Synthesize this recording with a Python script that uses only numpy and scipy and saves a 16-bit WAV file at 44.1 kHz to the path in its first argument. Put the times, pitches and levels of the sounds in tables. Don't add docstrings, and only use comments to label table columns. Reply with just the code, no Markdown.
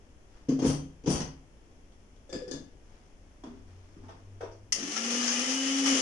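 import sys
import numpy as np
from scipy import signal
from scipy.fft import rfft, irfft, next_fast_len
from scipy.io import wavfile
from scipy.ndimage import map_coordinates

SR = 44100
rng = np.random.default_rng(int(sys.argv[2]) if len(sys.argv) > 2 else 0)


def materialize(psi):
    bounded = np.clip(np.atleast_2d(psi).T, -1, 1)
    quanta = np.round(bounded * 32767).astype(np.int16)
    wavfile.write(sys.argv[1], SR, quanta)


N = 265103
TOP_HZ = 11750
MOTOR_ON_S, LOADED_HZ = 4.722, 243

# start in seconds, thud in dB, scrape in dB.
JAR_TWISTS = [(.65, -30, -34.5), (1.088, -34.5, -33)]
# pitch in Hz, level in dB, seconds to fade by 60 dB.
HOUSING_MODES = [(332, -11, 0.31), (395.4, -3.5, 0.15), (463, 5.5, 0.11), (555, 1, 0.075),
                 (659, -1.5, 0.12), (928, -12, 0.23)]
# frequency in Hz, noise level in dB.
CHURN_COLOUR = [(350, -33), (600, -11.5), (809, -6), (1000, -12.5), (1210, -5), (1490, -9), (1840, -6),
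                (2330, -6), (2960, -4.5), (3400, -7), (3700, -12), (4300, -10.5), (5200, -1.5), (6100, 2),
                (7820, -13), (9910, -14.5), (10700, -20.5), (11800, -43)]
# pitch in Hz, width in Hz, level in dB.
CASING_RESONANCES = [(1220, 30, -9), (1350, 30, -11), (1895, 40, -11), (2223, 60, -7), (2480, 50, -8),
                     (2724, 40, -9), (2950, 130, 1), (3240, 60, -8), (5432, 40, -3), (5865, 50, -2),
                     (6150, 50, 1), (6422, 35, 0)]


def amp(db):
    return 10 ** (np.asarray(db) / 20)


def unit(x):
    return x / np.sqrt(np.mean(x ** 2) + 1e-20)


def along(points, hz):
    freqs, values = np.transpose(points)
    return np.interp(np.log(hz + 1), np.log(freqs + 1), values)


def curve(points):
    return np.interp(np.arange(N) / SR, *np.transpose(points))


def since(s):
    return np.maximum(np.arange(N) / SR - s, 0)


def ramp(s, rise_s):
    return np.minimum(since(s) / rise_s, 1)


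def wobble(rate, size=N):
    values = rng.standard_normal(int(size * rate / SR) + 4)
    return map_coordinates(values, [np.arange(size) * rate / SR])


def filtered(x, response):
    n = x.shape[-1]
    padded = next_fast_len(n + SR // 4)
    return irfft(rfft(x, padded) * response(np.fft.rfftfreq(padded, 1 / SR)), padded)[..., :n]


def resonances(table, hz):
    return sum(amp(db) * 1j * hz * width / (pitch ** 2 - hz ** 2 + 1j * hz * width)
               for pitch, width, db in table)


def spread(pair):
    # frequency in Hz, likeness of left and right from 0 to 1.
    likeness = [(60, 0.9), (300, 0.92), (550, 0.61), (1000, 0), (4000, 0)]
    turn = lambda hz: np.arccos(np.clip(along(likeness, hz), -1, 1)) / 2
    mid, side = filtered(pair, lambda hz: np.array([np.cos(turn(hz)), np.sin(turn(hz))]))
    return np.array([mid + side, mid - side])


def noise(colour):
    return unit(filtered(spread(rng.standard_normal((2, N))), lambda hz: amp(along(colour, hz))))


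def room(x, wet_db):
    # frequency in Hz, seconds to fade by 60 dB.
    fade_times = [(150, 0.34), (400, 0.4), (1000, 0.37), (2800, 0.4), (7000, 0.28), (11000, 0.29)]
    hz, t, spectrum = signal.stft(rng.standard_normal((2, SR // 2)), SR, nperseg=256)
    fade = amp(-60 * t / along(fade_times, hz)[:, None])
    tail = spread(signal.istft(spectrum * fade, SR, nperseg=256)[1])
    tail = filtered(tail, lambda hz: hz < TOP_HZ)
    tail *= np.sqrt(2 * TOP_HZ / SR) / np.linalg.norm(tail[0])
    x = np.atleast_2d(x)
    return x + amp(wet_db) * signal.fftconvolve(x, tail, axes=1)[:, :x.shape[1]]


def contacts(rows, modes, colour, swell_s, sizzle_db, grain_db, wet_db, thud_wet_db, hard=(), hard_db=0):
    size = SR * 3 // 4
    out, t = np.zeros((2, N + size)), np.arange(size) / SR
    sizzle = [(6800, 0), (8500, sizzle_db)]
    swell = t / swell_s * np.exp(1 - t / swell_s)
    for start, thud_db, scrape_db in rows:
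        ring = sum((-1) ** k * amp(db + rng.normal(0, 1) - 60 * t / fade_s)
                   * np.sin(2 * np.pi * hz * rng.normal(1, 0.0064) * t)
                   for k, (hz, db, fade_s) in enumerate(modes))
        thud = amp(thud_db) * ring * (1 - np.exp(-t / .0014)) / 2
        slips = spread(rng.standard_normal((2, size))) * amp(grain_db * wobble(705, size))
        slips = unit(filtered(slips, lambda hz: amp(along(colour, hz) + along(sizzle, hz))))
        scrape = amp(scrape_db) * slips * swell
        scrape = filtered(scrape, lambda hz: 1 + amp(hard_db) * resonances(hard, hz))
        out[:, round(start * SR):][:, :size] += room(thud, thud_wet_db) + room(scrape, wet_db)
    return out[:, :N]


def room_air():
    # frequency in Hz, noise level in dB.
    air_colour = [(53, -40), (95, -16), (125, -17), (250, -10), (480, -16), (1200, -26), (3300, -30.5),
                  (3800, -38.5), (4500, -37), (5300, -31), (6400, -31), (7500, -39), (10500, -41),
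                  (11700, -50)]
    rumble_colour = [(10, 1), (30, 4.5), (42, 1.5), (62, -2.5), (90, -5), (160, -18.5), (500, -131)]
    rumble = amp(-55.5 - 20.5 * ramp(MOTOR_ON_S, rise_s=0.26)) * noise(rumble_colour)
    return amp(-61) * noise(air_colour) + rumble


def drone():
    # time in seconds, level in dB.
    swells = [(3.4, -70), (3.58, -58.5), (3.76, -51), (3.96, -59), (4.05, -49.5), (4.17, -56.5),
              (4.33, -48.5), (4.7, -58.5), (4.8, -100)]
    pitch_hz = 85 + 13.3 * since(swells[0][0])
    return np.sqrt(2) * amp(curve(swells)) * np.sin(2 * np.pi * np.cumsum(pitch_hz) / SR)


def rustle():
    # middle in seconds, length in seconds, level in dB.
    reaches = [(.42, .3, -66.5), (2.985, 0.39, -66.5), (3.907, 1.4, -66.5)]
    # frequency in Hz, noise level in dB.
    colour = [(200, -7), (700, 3), (1500, -1), (3200, -7.5), (4000, -10.5), (5800, -5.5), (8000, -20),
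              (11500, -28)]
    t = np.arange(N) / SR
    level = sum(amp(db) * np.cos(np.pi * np.clip((t - middle) / length, -.5, .5))
                for middle, length, db in reaches)
    return level * unit(noise(colour) * amp(2.1 * wobble(18) + 2.3 * wobble(400)))


def faint_clicks():
    # start in seconds, thud in dB, scrape in dB.
    clicks = [(1.569, -68, -72), (1.72, -66, -71), (1.92, -70, -70), (2.16, -65, -66), (3.436, -60, -58)]
    # frequency in Hz, scrape level in dB.
    colour = [(300, -16), (1500, -15), (2800, -13), (3400, 3), (4100, -12), (5800, -2), (11000, -26)]
    return contacts(clicks, HOUSING_MODES, colour, swell_s=.003,
                    sizzle_db=-3, grain_db=3, wet_db=2, thud_wet_db=0)


def table_shake():
    # frequency in Hz, noise level in dB.
    colour = [(15, -8), (35, -1), (62, 12.5), (80, 4.5), (112, 4), (170, -33), (500, -100)]
    rise_s, fall_db_per_s = 0.029, 71
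    level = sum(ramp(s, rise_s) * amp(-fall_db_per_s * since(s + rise_s)) for s, *_ in JAR_TWISTS)
    return amp(-39) * level * noise(colour)


def jar_on_base():
    # start in seconds, thud in dB, scrape in dB.
    knocks = [(.485, -17, -42), (.516, -15.5, -46.5), (.589, -29.5, -41), (.618, -19, -36.5),
              (.641, -13, -33), (.697, -22, -40), (.825, -39, -71), (1.037, -36, -55.5),
              (1.059, -30.5, -36.5), (1.0695, -16, -31.5), (1.15, -29.5, -37), (1.2, -48, -35)]
    # pitch in Hz, level in dB, seconds to fade by 60 dB.
    base_modes = [(146.8, -8.5, 0.54), (176.1, -17, 0.63), (229.5, -5.5, 0.12), (269.8, 1, 0.31),
                  (313.4, -4, 0.25), (344.3, -12, 0.33), (403, -10, 0.22), (453, -2.5, 0.059),
                  (512.7, -12, 0.17)]
    # frequency in Hz, scrape level in dB.
    colour = [(60, 5.5), (150, 15), (400, 7), (600, 4.5), (1050, 1), (1500, -6.5), (2300, -8.5), (3200, -5),
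              (3900, -15), (4700, -5.5), (6200, 0.5), (7400, -14), (9500, -10.5), (11500, -30.5)]
    # pitch in Hz, width in Hz, level in dB.
    collar = [(3192, 10, 12), (4587, 10, 20), (5615, 8, 12), (5825, 8, 18), (5927, 9, 10), (6190, 8, 15.5),
              (7095, 11, 20)]
    knocking = contacts(knocks, base_modes, colour, swell_s=0.0051, sizzle_db=-9,
                        grain_db=3.5, wet_db=6.5, thud_wet_db=-6, hard=collar, hard_db=-25)
    grinding = contacts(JAR_TWISTS, base_modes, colour, swell_s=0.026, sizzle_db=7.5,
                        grain_db=-2, wet_db=-1, thud_wet_db=10, hard=collar)
    return knocking + grinding


def lid():
    # start in seconds, thud in dB, scrape in dB.
    presses = [(2.292, -38.5, -48.5), (2.325, -29.5, -40.5), (2.349, -61, -45), (2.417, -31.5, -54),
               (2.476, -32.5, -49), (2.531, -31, -48), (2.552, -36.5, -57), (2.601, -34, -61)]
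    pop = [(2.5115, -35, -37)]
    # multiple of the thud's pitch, level in dB, seconds to fade by 60 dB.
    modes = [(0.563, -9.5, 0.25), (0.77, -16, 0.43), (1, 0.5, 0.15)]
    # frequency in Hz, scrape level in dB.
    press_colour = [(80, 6), (400, 18), (900, 0.5), (1750, -2.5), (2400, -8), (3400, -7), (3900, -10),
                    (4800, 3.5), (5500, 1), (6200, -2), (8000, -10.5), (10000, -17), (11500, -34)]
    pop_colour = [(300, -11), (500, 14), (750, -2), (2300, -11), (3500, -2.5), (3900, -2.5), (4800, 6),
                  (6300, 3.5), (7500, -3), (10000, -9.5), (11500, -30)]
    # pitch in Hz, width in Hz, level in dB.
    rim = [(1707, 32, 16), (3485, 40, 14.5), (4950, 36, 3), (6335, 50, 6), (7500, 50, 7)]

    def modes_at(s):
        pitch_hz = np.interp(s, [2.405, 2.5054], [520.2, 275])
        return [(multiple * pitch_hz, db, fade_s) for multiple, db, fade_s in modes]

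    pressing = sum(contacts([row], modes_at(row[0]), press_colour, swell_s=0.0032, sizzle_db=1,
                            grain_db=7, wet_db=7.5, thud_wet_db=0.5, hard=rim) for row in presses)
    popping = contacts(pop, modes_at(pop[0][0]), pop_colour, swell_s=0.0023, sizzle_db=-2.5,
                       grain_db=-2, wet_db=5.5, thud_wet_db=6, hard=rim)
    return (pressing + popping) * amp([[1], [-1]])


def hand():
    # start in seconds, thud in dB, scrape in dB.
    bumps = [(3.433, -39, -61), (3.464, -39, -64), (3.96, -47, -76), (4.03, -46, -65.5),
             (4.082, -50.5, -51.5)]
    grip = [(4.405, -38, -45), (4.428, -35.5, -51)]
    # pitch in Hz, level in dB, seconds to fade by 60 dB.
    table_modes = [(153, -10, 0.67), (191, -9.5, 0.3), (240.5, -2, 0.38), (270.5, 0.5, 0.46),
                   (323, -2.5, 0.15), (398, -10, 0.38)]
    # frequency in Hz, scrape level in dB.
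    colour = [(80, -7), (400, 5), (900, 10.5), (1250, 4.5), (1600, -0.5), (2100, -8), (3400, -8.5),
              (4000, -17.5), (5800, -6.5), (8000, -34), (11500, -49)]
    bumping = contacts(bumps, table_modes, colour, swell_s=0.0065,
                       sizzle_db=14, grain_db=8.5, wet_db=11, thud_wet_db=1)
    gripping = contacts(grip, HOUSING_MODES, colour, swell_s=0.0071,
                        sizzle_db=14.5, grain_db=3, wet_db=4.5, thud_wet_db=1)
    return bumping + gripping


def switch():
    # start in seconds, thud in dB, scrape in dB.
    touch = [(4.51, -50, -53.5)]
    snaps = [(4.7222, -82, -19.5), (4.7275, -75, -24.5), (4.758, -51, -33)]
    # frequency in Hz, scrape level in dB.
    colour = [(290, -50), (500, -45), (1250, -16.5), (1480, -34), (2010, -6.5), (2350, -21.5), (3020, -3),
              (3940, -27), (4430, -4), (5410, 2.5), (6170, 4.5), (7630, -21), (9550, -24), (11800, -40.5)]
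    touching = contacts(touch, HOUSING_MODES, colour, swell_s=0.0049,
                        sizzle_db=1, grain_db=-17, wet_db=10.5, thud_wet_db=0)
    snapping = contacts(snaps, HOUSING_MODES, colour, swell_s=0.003,
                        sizzle_db=9, grain_db=4, wet_db=-3, thud_wet_db=7.5)
    return touching + snapping


def ice_knocks():
    # start in seconds, thud in dB, scrape in dB.
    lumps = [(4.782, -31, -40.5), (4.822, -27.5, -41), (4.87, -35, -53), (5.035, -45, -35),
             (5.13, -38.5, -36), (5.225, -40, -34), (5.855, -39, -30.5)]
    cube = [(4.962, -31.5, -29.5)]
    pieces = [(5.147, -38, -34), (5.213, -60, -30), (5.279, -49, -29.5), (5.740, -62, -36),
              (5.867, -60, -36), (5.950, -37, -34), (5.971, -44, -38.5)]
    # pitch in Hz, level in dB, seconds to fade by 60 dB.
    full_jar_modes = [(215, 1, 0.048), (287.6, -2.5, 0.24), (377, -4, 0.045)]
    wall_modes = [(646, -8, 0.13), (1359, 0, 0.2), (1723, -5, 0.09)]
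    caught = contacts(lumps, full_jar_modes, CHURN_COLOUR, swell_s=0.0061,
                      sizzle_db=-7, grain_db=3.5, wet_db=6, thud_wet_db=4.5)
    flung = contacts(cube, wall_modes, CHURN_COLOUR, swell_s=0.0085,
                     sizzle_db=-13, grain_db=2, wet_db=-4.5, thud_wet_db=3.5)
    rattling = contacts(pieces, HOUSING_MODES, CHURN_COLOUR, swell_s=0.00097,
                        sizzle_db=-22, grain_db=8, wet_db=9, thud_wet_db=-11)
    return caught + flung + rattling


def shaft_speed():
    loose_hz, sag_hz_per_s = 271, 119
    spin_up = LOADED_HZ * np.tanh(since(MOTOR_ON_S) / .158)
    loosening = (loose_hz - LOADED_HZ) * (1 - np.exp(-since(5.39) / .1))
    return spin_up + loosening - sag_hz_per_s * since(5.92)


def shaft_tones(table, angle, flutter_db):
    return sum(np.sqrt(2) * amp(db + flutter_db * wobble(25))
               * np.sin(multiple * angle + rng.uniform(0, 2 * np.pi)) for multiple, db in table)


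def blade_beating(angle):
    # multiple of the shaft speed, level in dB.
    tones = [(2, 10), (3, -23)]
    return unit(room(shaft_tones(tones, angle + .55 * wobble(70), flutter_db=2), wet_db=-2))


def motor_whine(angle):
    # multiple of the shaft speed, level in dB.
    tones = [(5, -4), (6, 7), (7, 0.5), (8, 1), (10, 1), (11, 0.5), (12, 1.5)]
    whine = shaft_tones(tones, angle + 0.16 * wobble(140), flutter_db=3)
    return unit(room(filtered(whine, lambda hz: resonances(CASING_RESONANCES, hz)), wet_db=0))


def churning(angle):
    # frequency in Hz, noise level in dB.
    slosh_colour = [(60, -18), (160, -11.5), (260, 9.5), (335, -2), (395, 7.5), (445, 1), (505, 8.5),
                    (580, -4), (750, -34), (2000, -59)]
    rush = unit(noise(CHURN_COLOUR) * (1 + 0.09 * np.sin(angle)) * amp(0.47 * wobble(300)))
    struck = rng.random(N) < 500 / SR
    hits = struck * rng.standard_normal(N) * amp(3.5 * rng.standard_normal(N))
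    chips = unit(room(filtered(hits, lambda hz: amp(along(CHURN_COLOUR, hz))), wet_db=17.5))
    shell = filtered(unit(hits) + rng.standard_normal(N), lambda hz: resonances(CASING_RESONANCES, hz))
    shell = unit(room(shell, wet_db=27))
    slosh = noise(slosh_colour) * amp(2 * wobble(22))
    return amp(3) * rush + amp(5) * chips + amp(-11) * shell + amp(-6) * slosh


def blender():
    # time in seconds, level in dB once up to speed.
    hum_levels = [(4.956, -42), (5.052, -36), (5.216, -34), (5.352, -38.5), (5.39, -32.5), (5.456, -45),
                  (5.486, -35), (5.934, -26), (6.0, -37.5)]
    whine_levels = [(5.0, -49), (5.12, -47.5), (5.16, -52), (5.2, -47.5), (5.25, -54), (5.33, -54),
                    (5.365, -43), (5.44, -46), (5.52, -49), (5.71, -46.5), (5.8, -49), (5.87, -45),
                    (6.0, -46.5)]
    speed = shaft_speed()
    pace = np.minimum(speed / LOADED_HZ, 1)
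    uneven_speed = speed * (1 + .003 * wobble(30) + .004 * wobble(250))
    angle = 2 * np.pi * np.cumsum(uneven_speed) / SR
    hum = np.sqrt(2) * pace ** 7 * amp(curve(hum_levels) + .4 * wobble(25)) * np.sin(angle)
    beating = amp(-12.5) * blade_beating(angle)
    whine = amp(curve(whine_levels)) * pace ** 6 * motor_whine(angle)
    fresh_ice_db = 5 * ramp(5.83, rise_s=0.053)
    churn_gain = amp(-39.5 - 9.5 * (1 - pace ** 5.1) + fresh_ice_db)
    return ramp(MOTOR_ON_S, rise_s=0.027) * (hum + whine + churn_gain * (churning(angle) + beating))


def scene():
    knocks = jar_on_base() + lid() + hand() + switch() + ice_knocks() + faint_clicks()
    return knocks + rustle() + table_shake() + blender() + room_air() + drone()


def record(dry):
    # frequency in Hz, left level minus right level in dB.
    balance = [(200, 2), (1000, 1.5), (3000, 3), (4500, 6), (6000, 14), (7300, 1), (9000, -6),
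               (11000, -1.5)]

    def openings(hz):
        ratio = amp(along(balance, hz))
        return np.array([ratio, np.ones_like(hz)]) * np.sqrt(2 / (1 + ratio ** 2))
    return filtered(filtered(dry, openings), lambda hz: hz < TOP_HZ)


dry = scene()
out = record(dry)
materialize(out)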